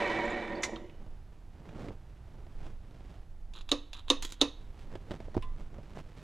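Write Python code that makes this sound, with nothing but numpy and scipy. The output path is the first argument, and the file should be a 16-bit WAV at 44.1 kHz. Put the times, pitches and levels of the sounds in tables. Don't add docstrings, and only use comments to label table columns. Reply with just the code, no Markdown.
import sys
import numpy as np
from scipy import signal
from scipy.fft import rfft, irfft, next_fast_len
from scipy.io import wavfile
from scipy.ndimage import uniform_filter1d

SR = 44100
rng = np.random.default_rng(int(sys.argv[2]) if len(sys.argv) > 2 else 0)


def pcm_store(signal):
    levels = np.round(np.clip(np.atleast_2d(signal), -1, 1) * 32767)
    wavfile.write(sys.argv[1], SR, levels.astype(np.int16).T)


N = 274729
T = np.arange(N) / SR
AGE = T[:SR // 2]


def undb(db):
    return 10 ** (np.asarray(db) / 20)


def unit(x):
    return x / np.sqrt(np.mean(x ** 2))


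def add(out, start_s, x):
    i = int(start_s * SR)
    out[i:i + len(x)] += x[:N - i]


def colour(x, points):
    size = next_fast_len(2 * len(x))
    hz, db = np.transpose(points)
    bins_hz = np.maximum(np.arange(size // 2 + 1) * SR / size, 1)
    gain = unit(undb(np.interp(np.log(bins_hz), np.log(hz), db)))
    cepstrum = irfft(np.log(gain), size)
    cepstrum[1:size // 2] *= 2
    cepstrum[size // 2 + 1:] = 0
    return irfft(rfft(x, size) * np.exp(rfft(cepstrum)), size)[:len(x)]


def split(x, hz):
    low = signal.sosfiltfilt(signal.butter(2, hz, fs=SR, output="sos"), x, padtype=None)
    return low, x - low


def resonate(x, hz, width_hz):
    return signal.lfilter(*signal.iirpeak(hz, hz / width_hz, fs=SR), x)


def ring(modes, tuning=1, jitter=0.00079):
    detune = tuning * (1 + jitter * rng.standard_normal(len(modes)))
    out = 0
    for k, (hz, db, t60_s) in enumerate(modes):
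        decay = np.exp(-np.log(1000) * AGE / t60_s)
        out += (-1) ** k * undb(db) * np.sin(2 * np.pi * hz * detune[k] * AGE) * decay
    return out


def burst(decay_s):
    return rng.standard_normal(len(AGE)) * np.exp(-AGE / decay_s)


def walk(per_s):
    knots = rng.standard_normal(N // 50)
    return uniform_filter1d(np.interp(T * per_s, np.arange(len(knots)), knots), size=200)


def grains(per_s, spread_db):
    clicks = (rng.random(N) < per_s / SR) * rng.standard_normal(N)
    return unit(clicks * undb(spread_db * rng.standard_normal(N)))


def gate(start_s, end_s, fade_s):
    return np.clip(1 + np.minimum(T - start_s, end_s - T) / fade_s, 0, 1)


def scatter(start_s, end_s, per_s, spread_db):
    gaps, sizes = rng.standard_normal((40, 2)).T
    times = start_s + np.cumsum(np.exp(0.35 * gaps)) / per_s
    return [(s, spread_db * size) for s, size in zip(times, sizes) if s < end_s]


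def room(x, near_db, far_db, near_t60_s=0.071, far_t60_s=1.0, treble_t60_s=0.18, gap_s=0.0032):
    low, high = split(rng.standard_normal(len(AGE)), 5000)
    fall = -np.log(1000) * AGE
    near = rng.standard_normal(len(AGE)) * np.exp(fall / near_t60_s) * (AGE > gap_s)
    far = (low * np.exp(fall / far_t60_s) + high * np.exp(fall / treble_t60_s)) * (AGE > 2 * gap_s)
    echoes = (undb(near_db) * unit(near) + undb(far_db) * unit(far)) / np.sqrt(len(AGE))
    return x + signal.fftconvolve(x, echoes)[:N]


# frequency in Hz, relative density in dB.
RUMBLE_SPECTRUM = [(8, -14), (16, 11.5), (28, 2), (55, -6.5), (85, -10), (130, -21.5), (220, -24.5),
                   (320, -45.5), (2000, -110)]
FLUTTER_SPECTRUM = [(12, -16), (28, 0), (55, -2), (90, -6), (130, -10.5), (200, -25), (400, -58),
                    (2000, -110)]
HISS_SPECTRUM = [(88, -30), (150, -18), (159, -9.5), (361, -8), (406, -14.5), (821, -12), (1040, -17.5),
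                 (13400, -40), (14800, -54)]
# start and end in seconds, cloth rustle in dB, flutter in dB.
MOVING = [(0, 1.456, -66, -56), (1.542, 3.207, -62, -51), (4.62, 6.23, -59, -53.5)]


def background():
    rumble = unit(colour(rng.standard_normal(N), RUMBLE_SPECTRUM)) * undb(-45.5 + 3 * walk(per_s=3.1))
    moving = sum(undb(db) * gate(start_s, end_s, fade_s=0.087) for start_s, end_s, _, db in MOVING)
    flutter = unit(colour(rng.standard_normal(N), FLUTTER_SPECTRUM)) * moving
    hiss = unit(colour(rng.standard_normal(N), HISS_SPECTRUM)) * undb(-66.5 + 0.6 * walk(per_s=4.3))
    return rumble + flutter + hiss


# peak time in seconds, level in dB, build-up in seconds, relative swish in dB.
GESTURES = [(1.03, -57.5, 0.2, -21), (1.849, -41.5, 0.12, -18.5), (2.4, -55.5, 0.11, -18),
            (2.668, -49, 0.079, -14), (3.12, -58, 0.13, -11), (4.82, -67, 0.045, 5.5),
            (4.94, -47.5, 0.061, -19), (5.142, -44.5, 0.049, -16.5), (5.27, -56.5, 0.073, -11.5),
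            (5.61, -55.5, 0.064, -12.5), (5.785, -48.5, 0.053, -23), (5.987, -45.5, 0.058, -12),
            (6.21, -56, 0.12, -7.5)]
# frequency in Hz, relative density in dB.
CLOTH_SPECTRUM = [(60, -16.5), (130, 3.5), (260, -3), (600, -9.5), (1200, -17.5), (3500, -28),
                  (8000, -39.5), (15000, -56)]


def cloth():
    settle_ratio, roundness = 0.47, 1.08
    rub = sum(undb(db) * gate(start_s, end_s, fade_s=0.073) for start_s, end_s, db, _ in MOVING)
    swish = undb(-14) * rub
    for peak_s, db, build_s, swish_db in GESTURES:
        from_peak = np.maximum(peak_s - T, (T - peak_s) / settle_ratio) / build_s
        swell = undb(db) * np.exp(-from_peak ** roundness)
        rub = np.hypot(rub, swell)
        swish = np.hypot(swish, undb(swish_db) * swell)
    fibres = grains(per_s=3000, spread_db=1.5) * undb(2 * walk(per_s=55))
    low, high = split(colour(fibres, CLOTH_SPECTRUM), 1530)
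    return rub * unit(low) + swish * unit(high)


# start in seconds, level in dB, contact in seconds, relative scuff in dB.
BUMPS = [(1.69, -39, 0.0014, -7.5), (1.788, -38, 0.00052, -20), (1.885, -30, 0.00073, -15.5),
         (1.906, -36, 0.00049, -25), (2.467, -44.5, 0.00057, -12.5), (4.954, -30, 0.0008, -11),
         (5.1089, -27, 0.00089, -12), (5.1156, -30.5, 0.00077, -8), (5.203, -30.5, 0.00055, -16.5),
         (5.281, -37, 0.00091, -27), (5.3442, -40, 0.00029, -4.5), (5.3505, -27.5, .0005, -22),
         (5.367, -16, .001, -29), (5.377, -28, 0.0004, -17), (5.785, -38, 0.00123, -22),
         (5.972, -32.5, 0.00047, -23)]


def bumps():
    shudder_spectrum = [(120, -8), (300, 3), (600, 8), (900, -6.5), (1600, -29), (6000, -58)]
    scuff_spectrum = [(200, 6), (900, 5), (3500, -5), (7000, -18.5), (15000, -38)]
    out = np.zeros(N)
    for start_s, db, contact_s, scuff_db in BUMPS:
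        pulse_time = AGE / contact_s - 2
        push = -2 * pulse_time * np.exp(-pulse_time ** 2)
        thud = ring([(108.6, -9.5, 0.089), (184, -16.5, 0.037)])
        shudder = undb(-6.5) * colour(burst(decay_s=0.0032), shudder_spectrum)
        scuff = undb(scuff_db) * colour(burst(decay_s=0.0043), scuff_spectrum)
        add(out, start_s, undb(db) * (push + thud + shudder + scuff))
    return out


# frequency in Hz, level in dB, t60 in seconds.
STEEL_MODES = [(1022, 6, 0.28), (1090, -1, 0.14), (1180, -11.5, 0.74), (2000, -14, 0.45), (3365, -27, 0.27),
               (3520, -14, 0.33)]


def set_down(start_s=5.4235, rise_s=0.0058):
    rim_spectrum = [(500, -22), (1500, -8), (2900, 4), (5000, -10), (8000, -22), (9700, -17), (14000, -34)]
    scrape = undb(-47) * colour(burst(decay_s=0.011), rim_spectrum)
    steel = undb(-49) * ring(STEEL_MODES) * (1 - np.exp(-AGE / rise_s))
    out = np.zeros(N)
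    add(out, start_s, scrape + steel)
    return out


# start in seconds, level in dB, decay in seconds.
SPITS = [(4.2236, -34.5, 0.011), (4.249, -32, 0.0045), (4.322, -35, 0.0031)]
# frequency in Hz, relative density in dB.
SPIT_SPECTRUM = [(180, -20.5), (300, -2.5), (624, -19), (946, -11), (2250, -13), (3640, -4), (5520, -13.5),
                 (6960, -7), (8220, -19), (11300, -22), (16000, -38)]


def spits(sputter_db=-49):
    out = np.zeros(N)
    for start_s, db, decay_s in SPITS:
        add(out, start_s, undb(db) * burst(decay_s))
    pop = burst(decay_s=0.0034)
    for start_s, size_db in scatter(start_s=4.23, end_s=4.35, per_s=110, spread_db=1.5):
        add(out, start_s, undb(sputter_db + size_db) * pop)
    return colour(out, SPIT_SPECTRUM)


# start and end in seconds, level in dB.
SLIDES = [(3.541, 3.616, -53.5), (3.679, 3.73, -54), (3.927, 4.016, -53.5), (4.075, 4.11, -50.5),
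          (4.395, 4.423, -45)]
# start in seconds, level in dB, relative treble in dB.
LEVER_CATCHES = [(3.5365, -48.5, -2), (3.6905, -39, -4.5), (3.9315, -37.5, -6.5)]
# frequency in Hz, relative density in dB.
SLIDE_SPECTRUM = [(200, -21.5), (300, 3), (700, -14), (1100, 2.5), (2100, -15), (3100, -3.5), (3900, 3.5),
                  (5000, -36), (7000, -22.5), (15000, -41.5)]
TICK_SPECTRUM = [(250, -28.5), (700, -12), (1100, -15), (2100, -12.5), (3500, -0.5), (4200, -3.5),
                 (5600, -12), (7000, -8.5), (8800, -24.5), (10500, -18), (11500, -27), (15000, -30)]


def pump(spring_over_slide_db=3.5, spring_treble_db=-4.5, fade_s=0.0056):
    stroke, ticks, catches = np.zeros(N), np.zeros(N), list(LEVER_CATCHES)
    for start_s, end_s, db in SLIDES:
        stroke += undb(db) * np.clip(np.minimum(T - start_s, end_s - T) / fade_s, 0, 1)
        for tick_s, size_db in scatter(start_s, end_s, per_s=46, spread_db=1.5):
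            catches.append((tick_s, db + spring_over_slide_db + size_db, spring_treble_db))
    low, high = split(colour(burst(decay_s=0.0056), TICK_SPECTRUM), 5450)
    for start_s, db, treble_db in catches:
        add(ticks, start_s, undb(db) * (low + undb(treble_db) * high))
    slips = unit(colour(grains(per_s=2500, spread_db=8), SLIDE_SPECTRUM))
    return ticks + stroke * slips


# start in seconds, level in dB, relative boom in dB, tuning ratio.
SNAPS = [(3.716, -16, 2.5, 1.008), (4.1010, -12, -1.5, 0.98), (4.4134, -11.5, 1, .998)]
# frequency in Hz, level in dB, t60 in seconds.
CAN_MODES = [(250, -22.5, 0.15), (286, -10.5, 0.17), (338.3, -13, 0.081), (385, -15.5, 0.06),
             (447.7, -19, 0.095), (708, -22.5, 0.031), (920, -18, 0.047), (1055, -20, .06),
             (1330, -36.5, 0.052), (2205, -24, 0.03), (2710, -19.5, 0.043), (3017, -11, 0.033),
             (3410, -7, 0.02), (3726, -1.5, 0.039), (3944, -3, .022), (4290, -13, 0.053),
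             (4610, -24, 0.054), (5660, -27.5, 0.028), (6420, -11.5, .028), (6900, -18.5, 0.032),
             (7270, -19.5, 0.03), (9330, -24.5, 0.023), (10060, -23, 0.019)]
# frequency in Hz, relative density in dB.
CRACK_SPECTRUM = [(190, -28), (330, -0.5), (1000, -7.5), (1800, -20), (3600, 6), (5000, -1), (7000, -9),
                  (10000, -13.5), (15000, -31.5)]
SHIVER_SPECTRUM = [(290, -37.5), (500, 7), (766, -9.5), (1130, 2.5), (1470, -15.5), (1800, -9),
                   (2430, -15.5), (2570, -3), (3230, -15), (3880, -6), (4600, -14.5), (6480, -14),
                   (7910, -33), (9510, -28.5), (15000, -60.5)]


def oil_can():
    out = np.zeros(N)
    for start_s, db, boom_db, tuning in SNAPS:
        crack = undb(-13.5) * colour(burst(decay_s=0.0069), CRACK_SPECTRUM)
        shiver = undb(-15.5) * colour(burst(decay_s=0.022), SHIVER_SPECTRUM)
        bottom, lever = split(ring(CAN_MODES, tuning, jitter=0.002) + crack + shiver, 650)
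        add(out, start_s, undb(db) * (undb(boom_db) * bottom + lever))
    return out


# start in seconds, level in dB, frequency in Hz, bandwidth in Hz, decay in seconds.
CLINKS = [(0.254, -56, 7100, 400, 0.008), (0.302, -53.5, 7080, 200, .01), (0.552, -54, 4500, 120, 0.019),
          (0.622, -44.5, 6560, 600, 0.018), (.7595, -41.5, 3340, 700, 0.0048),
          (0.762, -45.5, 1120, 300, 0.0072), (0.784, -68, 2950, 40, 0.11),
          (0.897, -53.5, 2600, 900, 0.0035)]


def clinks():
    out = np.zeros(N)
    for start_s, db, hz, width_hz, decay_s in CLINKS:
        note = resonate(resonate(burst(decay_s), hz, width_hz), hz, hz / 2)
        makeup_gain = np.sqrt(SR / (np.pi * width_hz))
        add(out, start_s, undb(db) * makeup_gain * note)
    return out


# start in seconds, level in dB, rattle decay in seconds.
CLACKS = [(0.632, -25.5, 0.011), (0.641, -38.5, 0.014)]
# frequency in Hz, relative density in dB.
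CLACK_SPECTRUM = [(600, -36), (950, 3.5), (1600, -1), (2100, 7), (2500, 0.5), (3500, -0.5), (4900, -3),
                  (5900, 3), (7200, -1.5), (8000, -8.5), (16000, -39)]
# frequency in Hz, level in dB, t60 in seconds.
CLACK_MODES = [(997, -14.5, 0.18), (2030, -16, 0.061), (2068, 1.5, 0.061), (2910, -25, .1),
               (3474, -4, 0.044), (3870, -21, 0.098), (4740, -27, 0.088), (6000, -15, 0.055),
               (6665, -20, .07), (6970, -10, 0.047)]


def clacks(rise_s=0.0021):
    out = np.zeros(N)
    for start_s, db, decay_s in CLACKS:
        clack = colour(burst(decay_s), CLACK_SPECTRUM) + ring(CLACK_MODES)
        add(out, start_s, undb(db) * clack * (1 - np.exp(-AGE / rise_s)))
    return out


# frequency in Hz, level in dB.
LATHE_NOTES = [(120, -10.5), (236, -8.5), (328, -7.5), (359, -3), (479, -10), (572, -2), (730, -9.5),
               (776, -22), (945, 0.5), (1131, -13.5), (1477, -30), (1840, 0), (1902, 2.5), (2089, -12),
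               (2256, -5), (2305, -3.5), (2590, -12), (2970, -14), (3520, -17), (3860, -20.5)]
# frequency in Hz, relative density in dB.
CASTING_SPECTRUM = [(100, -17), (200, -2), (270, -4), (330, 1.5), (410, -1), (550, 1.5), (900, -2),
                    (1250, -10), (1650, -6.5), (1900, -7), (2700, -20.5), (3900, -18), (4600, -27.5),
                    (7200, -34), (14000, -60)]


def hum_and_ring(force):
    notes = 0
    for hz, db in LATHE_NOTES:
        width_hz = 26 + hz / 70
        band = resonate(resonate(force, hz, width_hz), hz, width_hz)
        notes += undb(db + 2 * walk(per_s=11.8)) * band
    return unit(notes) + undb(-1) * unit(colour(force, CASTING_SPECTRUM))


def lathe(full_mesh_hz=384.6, rest_s=1.06):
    rattle_hz, scatter_s = 117, 0.001
    gear_teeth, tight_tooth, tight_swell_db = 50.7, 17, 1
    speed = np.maximum(1 - T / rest_s, 1e-4)
    mesh_hz = full_mesh_hz * speed
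    teeth = np.cumsum(mesh_hz * (1 + 0.04 * walk(per_s=110))) / SR
    contacts = np.diff(np.floor(teeth), prepend=0)
    strikes = unit(contacts / np.sqrt(mesh_hz + rattle_hz) * rng.random(N)) * np.sqrt(rest_s * SR / N)
    smear = signal.fftconvolve(strikes, np.exp(-AGE / scatter_s))[:N] / np.sqrt(scatter_s * SR / 2)
    blows = smear * rng.standard_normal(N)
    backlash = undb(4) * grains(per_s=9000, spread_db=1)
    low, high = split(hum_and_ring(undb(-6) * strikes + blows + backlash), 800)
    bass, mid = split(low, 380)
    tight_db = tight_swell_db * np.cos(2 * np.pi * (teeth - tight_tooth) / gear_teeth)
    whine = undb(-34) * speed ** 1.96 * unit(high)
    growl = undb(-40 + tight_db) * speed * unit(mid)
    drone = undb(-44) * speed ** 0.12 * unit(bass)
    rattling = mesh_hz ** 2 / np.hypot(mesh_hz ** 2, rattle_hz ** 2)
    return rattling * (drone + growl + whine)


def scene(right_over_left_db=3):
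    gears = room(lathe(), near_db=-14, far_db=-23, far_t60_s=0.99)
    parts = room(clacks() + clinks(), near_db=-10.5, far_db=-17.5, far_t60_s=0.73, treble_t60_s=0.44)
    can = room(oil_can(), near_db=-18.5, far_db=-19.5, near_t60_s=0.074, far_t60_s=0.43, treble_t60_s=0.27)
    pumping = room(pump() + spits(), near_db=-10.5, far_db=-20.5)
    handling = room(bumps() + set_down(), near_db=-13, far_db=-44)
    mono = gears + parts + can + pumping + handling + cloth() + background()
    sides = undb(np.array([[-right_over_left_db], [right_over_left_db]]) / 2)
    return mono * sides / sides.mean()


def record(dry):
    return signal.sosfilt(signal.ellip(8, 0.2, 70, 15800, fs=SR, output="sos"), dry)


dry = scene()
out = record(dry)
pcm_store(out)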